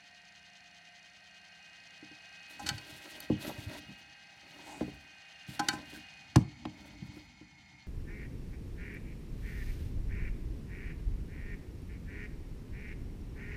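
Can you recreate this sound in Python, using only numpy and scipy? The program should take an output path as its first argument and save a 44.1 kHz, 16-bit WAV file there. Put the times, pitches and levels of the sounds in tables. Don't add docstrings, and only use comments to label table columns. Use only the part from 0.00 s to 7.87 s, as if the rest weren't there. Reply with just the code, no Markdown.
import sys
import numpy as np
from scipy import signal
from scipy.fft import rfft, irfft, next_fast_len
from scipy.io import wavfile
from scipy.ndimage import uniform_filter1d

SR = 44100
rng = np.random.default_rng(int(sys.argv[2]) if len(sys.argv) > 2 else 0)


def int16_out(signal):
    q = np.round(np.clip(np.atleast_2d(signal).T, -1, 1) * 32767)
    wavfile.write(sys.argv[1], SR, q.astype(np.int16))


N = 347067
T = np.arange(N) / SR
TICKS_PER_TURN = 11
# (frequency [Hz], level [dB], t60 [s])
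TUB_MODES = [(60, -26, 0.65), (88.2, -6, 0.23), (105, -2, 0.2), (139.5, -1, 0.28), (173.5, 4.5, 0.082),
             (195.1, 3, 0.11), (241.8, -1.5, 0.13), (297.9, 5.5, 0.13), (407, -3, 0.051), (481, -5, 0.075),
             (615, -13, 0.085), (742, -4, 0.12), (838, -7, 0.097), (1017, -2.5, 0.06)]


def undb(db):
    return 10 ** (np.asarray(db) / 20)


def unit(x):
    return x / np.sqrt(np.mean(x ** 2) + 1e-30)


def curve(rows, column=1):
    rows = np.array(rows)
    return np.interp(T, rows[:, 0], rows[:, column])


def filtered(x, gain):
    size = next_fast_len(len(x) + 2048)
    hz = np.arange(size // 2 + 1) * SR / size + 1
    return irfft(rfft(x, size) * gain(hz), size)[:len(x)]


def colour(x, points):
    hz, db = np.transpose(points)
    return unit(filtered(x, lambda f: undb(np.interp(np.log(f), np.log(hz), db))))


def bell(f, hz, octaves):
    return 1 / (1 + (np.log2(f / hz) / octaves) ** 2) ** 2


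def walk(rate):
    hold = int(np.clip(SR / rate, 1, N))
    steps = np.repeat(rng.standard_normal(N // hold + 1), hold)
    return 1.3 * uniform_filter1d(uniform_filter1d(steps, hold), hold)[:N]


def add(out, s, x):
    i = int(s * SR)
    out[i:i + len(x)] += x[:N - i]


def echoes(x, t60, wet_db):
    t = T[:SR // 2]
    tail = rng.standard_normal(len(t)) * undb(-60 * t / t60)
    return x + undb(wet_db) * signal.fftconvolve(x, tail / np.linalg.norm(tail))[:N]


def fan(masked_db=-2.5):
    # (time [s], tick rate [Hz])
    speed = [(0.0, 308.5), (0.04, 312.7), (0.72, 311.2), (3.04, 317.5), (4.36, 316.0), (5.08, 311),
             (7.21, 311.9), (7.87, 303.7)]
    # (time [s], place [0 beside the door, 1 facing it, 2 in its opening], fan gain [dB])
    mic_path = [(0, 0.19, -1.5), (1.1, 0.21, -1.2), (1.7, 0.56, 0), (2.4, 0.73, 2.5), (3.5, 1, 3),
                (4.2, 1.08, 0), (4.7, 1.38, 3), (5.05, 1.1, 0), (5.5, 0.96, 2.5), (6.1, 1.09, 3),
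                (6.45, 1.75, 0.4), (7.15, 1.88, .5), (7.5, 1.9, -2.5), (7.87, 1.9, -1.5)]
    tick_hz = curve(speed) * (1 + .0008 * walk(10))
    turns = np.cumsum(tick_hz) / SR / TICKS_PER_TURN
    place, gain = curve(mic_path), undb(curve(mic_path, column=2))
    motor = whine(turns, place) + undb(masked_db * place) * bearing(turns, place)
    return gain * (motor + airflow(turns, place))


def whine(turns, place, trim_db=-1):
    # (shaft multiple [rounded in use], level beside [dB], facing [dB], in the opening [dB])
    tones = [(6, -70, -74.5, -82), (7, -70.5, -82, -75), (25, -62, -84, -89), (28, -82, -67.5, -74.5),
             (44, -80, -76, -80), (55, -66, -64.5, -80.5), (63, -69, -75.5, -75), (66.1, -61.5, -63, -90),
             (71.5, -67, -72.5, -70), (77.1, -86, -93, -58), (88.04, -63.5, -59.5, -68),
             (99.1, -86, -63, -91), (111.6, -85, -77, -81), (121, -86, -72, -99), (132, -81, -78.5, -91),
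             (154.6, -71, -72, -72)]
    out = 0
    for order, *levels in tones:
        db = np.interp(place, np.arange(3), levels) + 1.5 * walk(7) + trim_db
        out = out + undb(db) * np.sin(2 * np.pi * np.round(order) * turns + .2 * walk(25))
    return out


def bearing(turns, place, chatter_db=-63, graze_db=-70, hiss_db=-1, graze_masked_db=-2):
    # (frequency [Hz], level [dB])
    chatter_spectrum = [(1200, -21), (2300, -19), (2900, 7.5), (3500, 3.5), (4400, 1.5), (5300, -5),
                        (6200, -1.5), (7000, -9.5), (8300, -14.5), (9200, -23.5), (15000, -34)]
    cage = np.tanh(1.5 * np.cos(2 * np.pi * .354 * turns + 1.9))
    at = np.flatnonzero(np.diff(np.floor(turns * TICKS_PER_TURN)))
    ticks = np.zeros(N)
    ticks[at] = undb(1.5 * rng.standard_normal(N)[:len(at)])
    shaft_db = 1.5 * np.cos(2 * np.pi * turns) + 1.5 * np.cos(8 * np.pi * turns)
    throb = undb(7 * cage + shaft_db + .7 * walk(12))
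    rattle = unit(echoes(ticks, t60=0.012, wet_db=2.5)) + undb(hiss_db) * rng.standard_normal(N)
    chatter = colour(rattle * throb, chatter_spectrum)
    contact = np.exp(-.5 * ((turns % 1 - .2) / .05) ** 2) * undb(1.5 * walk(20))
    graze = unit(filtered(contact * rng.standard_normal(N), lambda f: bell(f, hz=5220, octaves=0.48)))
    return undb(chatter_db) * chatter + undb(graze_db + graze_masked_db * place) * graze


def airflow(turns, place, duct_db=-60, rush_db=-66, flutter=0.076, shelter_db=-2):
    # (frequency [Hz], width [Hz], level outside [dB], inside [dB])
    resonances = [(155, 195, 1, 16), (716, 178, 5.5, -3), (886, 264, -7.5, 6), (1383, 73, -6.5, 4.5),
                  (1570, 220, 3, -24), (1874, 150, -0.5, 1), (2030, 390, 3, -6), (2200, 210, -4, 11),
                  (2510, 170, 9.5, -3), (2843, 76, 14.5, -28), (3160, 180, -4, -4), (3680, 210, -2.5, 0.5),
                  (4290, 184, 7, 5), (4860, 640, -8.5, -1), (6015, 125, -5.5, 4.5), (6220, 150, -11, -12),
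                  (7000, 600, -35, -6), (8250, 490, -19, -25), (10050, 380, -15.5, -33)]
    # (frequency [Hz], level [dB])
    rush_spectrum = [(40, 2), (90, 13), (250, -14), (450, -12), (1100, 1.5), (2000, 13), (4500, 2),
                     (7500, -5.5), (9000, -12.5), (10800, -9.5), (12500, -22), (16000, -20)]
    inside = np.clip(place - 1, 0, 1)
    air = rng.standard_normal(N) * (1 + flutter * np.sin(6 * np.pi * turns))
    outer = filtered(air, lambda f: sum(undb(db) / (1 + (2 * (f - hz) / width) ** 2) ** 0.98
                                        for hz, width, db, _ in resonances))
    inner = filtered(air, lambda f: sum(undb(db) / (1 + (2 * (f - hz) / width) ** 2) ** 1.46
                                        for hz, width, _, db in resonances))
    duct = (outer + (inner - outer) * inside) / np.std(outer)
    rush = colour(rng.standard_normal(N), rush_spectrum)
    return undb(duct_db) * duct + undb(rush_db + shelter_db * inside) * rush


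def ring(modes, t, hz, octaves, rise):
    return sum(undb(db) * bell(f, hz, octaves) * (1 - np.exp(-t * f / rise))
               * undb(-60 * t / t60) * np.sin(2 * np.pi * f * t) for f, db, t60 in modes)


def blow(db, hz, cycles=0.42, ring_db=-16.5, ring_growth=0.72):
    t = T[:SR // 2]
    age = t * hz / cycles
    push = (age / 2) ** 2 * np.exp(2 - age) * np.sin(2 * np.pi * hz * t)
    tub = ring(TUB_MODES, t, hz, octaves=1.56, rise=1)
    return undb(db) * push + undb(ring_db + ring_growth * db) * tub


def bumps(wall_hz=251, wall_lag_s=0.00356, heave_lag_s=0.0037):
    # (time [s], level [dB], pitch of the push [Hz])
    dull_blows = [(2.027, -44.5, 300), (2.113, -50, 308), (2.637, -41, 200), (2.711, -35.5, 143),
                  (2.74, -39.5, 112), (2.923, -48.5, 140), (3.323, -23.5, 146), (3.477, -31, 254),
                  (3.581, -37, 122), (3.662, -34.5, 103), (3.889, -43.5, 192), (4.829, -40, 232),
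                  (4.88, -35, 350), (5.486, -37, 150), (5.599, -28.5, 267), (5.687, -32, 282),
                  (5.736, -32.5, 259), (5.932, -43, 320), (5.974, -46.5, 300), (6.381, -16.5, 199),
                  (7.022, -35.5, 163), (7.084, -41, 125), (7.168, -43, 286), (7.412, -45, 266),
                  (7.729, -55.5, 145)]
    # (time [s], slap [dB], slap pitch [Hz], wall [dB], heave [dB], heave pitch [Hz])
    thumps = [(3.3, -24, 477, -17, -31, 165), (4.81, -24.5, 540, -24, -46, 124),
              (6.359, -17.5, 850, -12, -9, 142), (6.653, -32.5, 785, -30, -44, 102)]
    out = np.zeros(N)
    for s, db, hz in dull_blows:
        add(out, s, blow(db, hz))
    for s, slap_db, slap_hz, wall_db, heave_db, heave_hz in thumps:
        add(out, s, blow(slap_db, slap_hz))
        add(out, s + wall_lag_s, blow(wall_db, wall_hz))
        add(out, s + heave_lag_s, blow(heave_db, heave_hz))
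    return out


def gesture(s, length, fade):
    return (1 + np.tanh((T - s) / fade / 2)) * (1 + np.tanh((s + length - T) / fade / 2)) / 4


def snags(rate, spread_db=2.5):
    clicks = (rng.random(N) < rate / SR) * rng.standard_normal(N)
    return unit(clicks * undb(spread_db * np.minimum(rng.exponential(size=N), 4)))


def cloth():
    # (time [s], length [s], fade [s], hiss [dB], scrape [dB])
    pulls = [(2.5, 0.053, 0.0085, -54.5, -61), (2.585, 0.16, 0.018, -61.5, -54),
             (2.78, 0.49, 0.05, -57.5, -57), (3.415, 0.085, 0.024, -50, -45.5),
             (3.55, 0.12, 0.024, -60.5, -53.5), (3.695, 0.098, 0.005, -53, -47.5),
             (3.796, .15, .07, -66, -60), (4.62, 0.23, 0.096, -59.5, -51), (5.478, 0.081, 0.0045, -51, -67),
             (5.595, 0.22, 0.033, -60, -49), (5.9, 0.079, 0.025, -55, -58), (6.795, 0.11, 0.045, -66, -54),
             (7.07, 0.16, 0.03, -68, -62)]
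    # (frequency [Hz], level [dB])
    fibre_spectrum = [(200, -13), (900, -7), (2000, 9.5), (3500, 15), (5500, 7), (8500, 4.5), (10500, 4),
                      (12000, 3), (16000, -3)]
    fold_spectrum = [(50, 6), (130, -10), (300, 9), (450, -9.5), (600, -4), (830, 4), (1150, -5),
                     (1600, -6), (2500, -16), (5000, -19.5), (12000, -56)]
    slide = sum(undb(db) * gesture(s, length, fade) for s, length, fade, db, _ in pulls)
    drag = sum(undb(db) * gesture(s, length, fade) for s, length, fade, _, db in pulls)
    hiss = colour(snags(rate=9000), fibre_spectrum) * slide * undb(3.8 * walk(60))
    jerks = echoes(snags(rate=4600), t60=0.031, wet_db=-4)
    scrape = colour(jerks, fold_spectrum) * drag * undb(2.14 * walk(70))
    return hiss + scrape


def taps(octaves=1.64, click_octaves=1.12, nail_hz=12000):
    # (frequency [Hz], level [dB], t60 [s])
    steel_modes = [(738, -2.5, 0.061), (792, -13.5, 0.2), (816.3, -1, .14), (1022, -13.5, 0.23),
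                   (1304, -8, 0.094), (1480, 6.5, 0.037), (1528, -13, 0.18), (1567, -7, .17),
                   (1752, -8, 0.066), (1977, -3, 0.048), (2310, -15.5, 0.15), (2528, -29.5, 0.39),
                   (2820, -14.5, 0.066), (3030, 3, 0.034), (3760, -6, 0.074), (4400, 4, .054),
                   (4610, 9, 0.015), (4700, 4, .025), (7960, -20, .063)]
    # (time [s], ring [dB], ring centre [Hz], click [dB], click centre [Hz], contact [s])
    touches = [(2.592, -31.5, 740, -53, 5700, 0.0073), (2.662, -30, 2800, -38.5, 4750, 0.006),
               (2.689, -28, 2500, -27, 4670, 0.0019), (2.778, -42.5, 2930, -50, 4500, 0.0038),
               (3.203, -48, 6000, -41, 10700, 0.0011), (4.806, -55, 900, -48, 1480, 0.004),
               (5.593, -20, 870, -33, 4260, 0.0034), (5.685, -23, 2100, -23, 4640, 0.0019),
               (5.726, -29, 990, -50, 6040, 0.0083), (6.357, -52, 1800, -29.5, 1640, 0.0031),
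               (6.359, -60, 5000, -28, 5500, 0.0013), (6.6524, -59, 1500, -41.5, 2000, 0.002)]
    out, t = np.zeros(N), T[:SR // 2]
    for s, ring_db, ring_hz, click_db, click_hz, contact in touches:
        skid = unit(filtered(rng.standard_normal(len(t)),
                             lambda f: bell(f, click_hz, click_octaves) / np.hypot(1, (f / nail_hz) ** 3)))
        age = t / contact
        click = undb(click_db) * skid * age * np.exp(1 - age)
        steel = ring(steel_modes, t, ring_hz, octaves * np.sqrt(ring_hz / 1500), rise=3)
        add(out, s, click + undb(ring_db) * (1 - np.exp(-age)) * steel)
    return out


def rumble(boom_db=3, rest_db=-80):
    # (time [s], length [s], fade [s], level [dB])
    handling = [(2.612, 0.12, .015, -46), (3.29, 0.65, 0.082, -56.5), (4.786, 0.16, 0.044, -49),
                (5.53, 0.51, 0.035, -59.5), (6.406, 0.83, 0.088, -54.5), (7.25, 0.76, 0.12, -69)]
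    # (frequency [Hz], level [dB])
    hollow_spectrum = [(30, 6), (60, 12), (110, -1), (180, -6.5), (250, 4), (310, -7.5), (390, -24),
                       (600, -5), (1500, -78)]
    swell = undb(rest_db) + sum(undb(db) * gesture(s, length, fade) for s, length, fade, db in handling)
    push = rng.standard_normal(N)
    tub = ring(TUB_MODES, T[:SR // 2], hz=260, octaves=2.06, rise=0.63)
    boom = unit(signal.fftconvolve(push, tub)[:N])
    return colour(push + undb(boom_db) * boom, hollow_spectrum) * swell * undb(1.16 * walk(25))


def swishes():
    # (middle [s], level [dB], pitch [Hz], spread [octaves], half length [s])
    strokes = [(3.154, -57.5, 3000, 0.24, 0.017), (3.338, -54, 3000, .16, 0.021),
               (3.472, -55.5, 11800, 0.14, 0.036), (3.502, -41.5, 590, 1.2, 0.0098),
               (3.745, -68, 1610, 0.55, .022), (4.721, -52, 820, 0.31, 0.044),
               (4.727, -61.5, 7200, 0.5, .07), (5.963, -54, 1560, .14, 0.011)]
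    out = 0
    for s, db, hz, octaves, half_length in strokes:
        buzz = unit(filtered(rng.standard_normal(N), lambda f: bell(f, hz, octaves)))
        out = out + undb(db) * buzz * np.exp(-.5 * ((T - s) / half_length) ** 2)
    return out


def scene():
    knocks = echoes(bumps(), t60=0.27, wet_db=-11) + echoes(taps(), t60=0.2, wet_db=-16.5)
    return (fan() + cloth() + rumble() + swishes() + knocks)[None]


def record(dry):
    low_cut = signal.butter(5, 50, "high", fs=SR, output="sos")
    high_cut = signal.ellip(10, .2, 70, 15900, fs=SR, output="sos")
    return signal.sosfilt(high_cut, signal.sosfilt(low_cut, dry))


dry = scene()
out = record(dry)
int16_out(out)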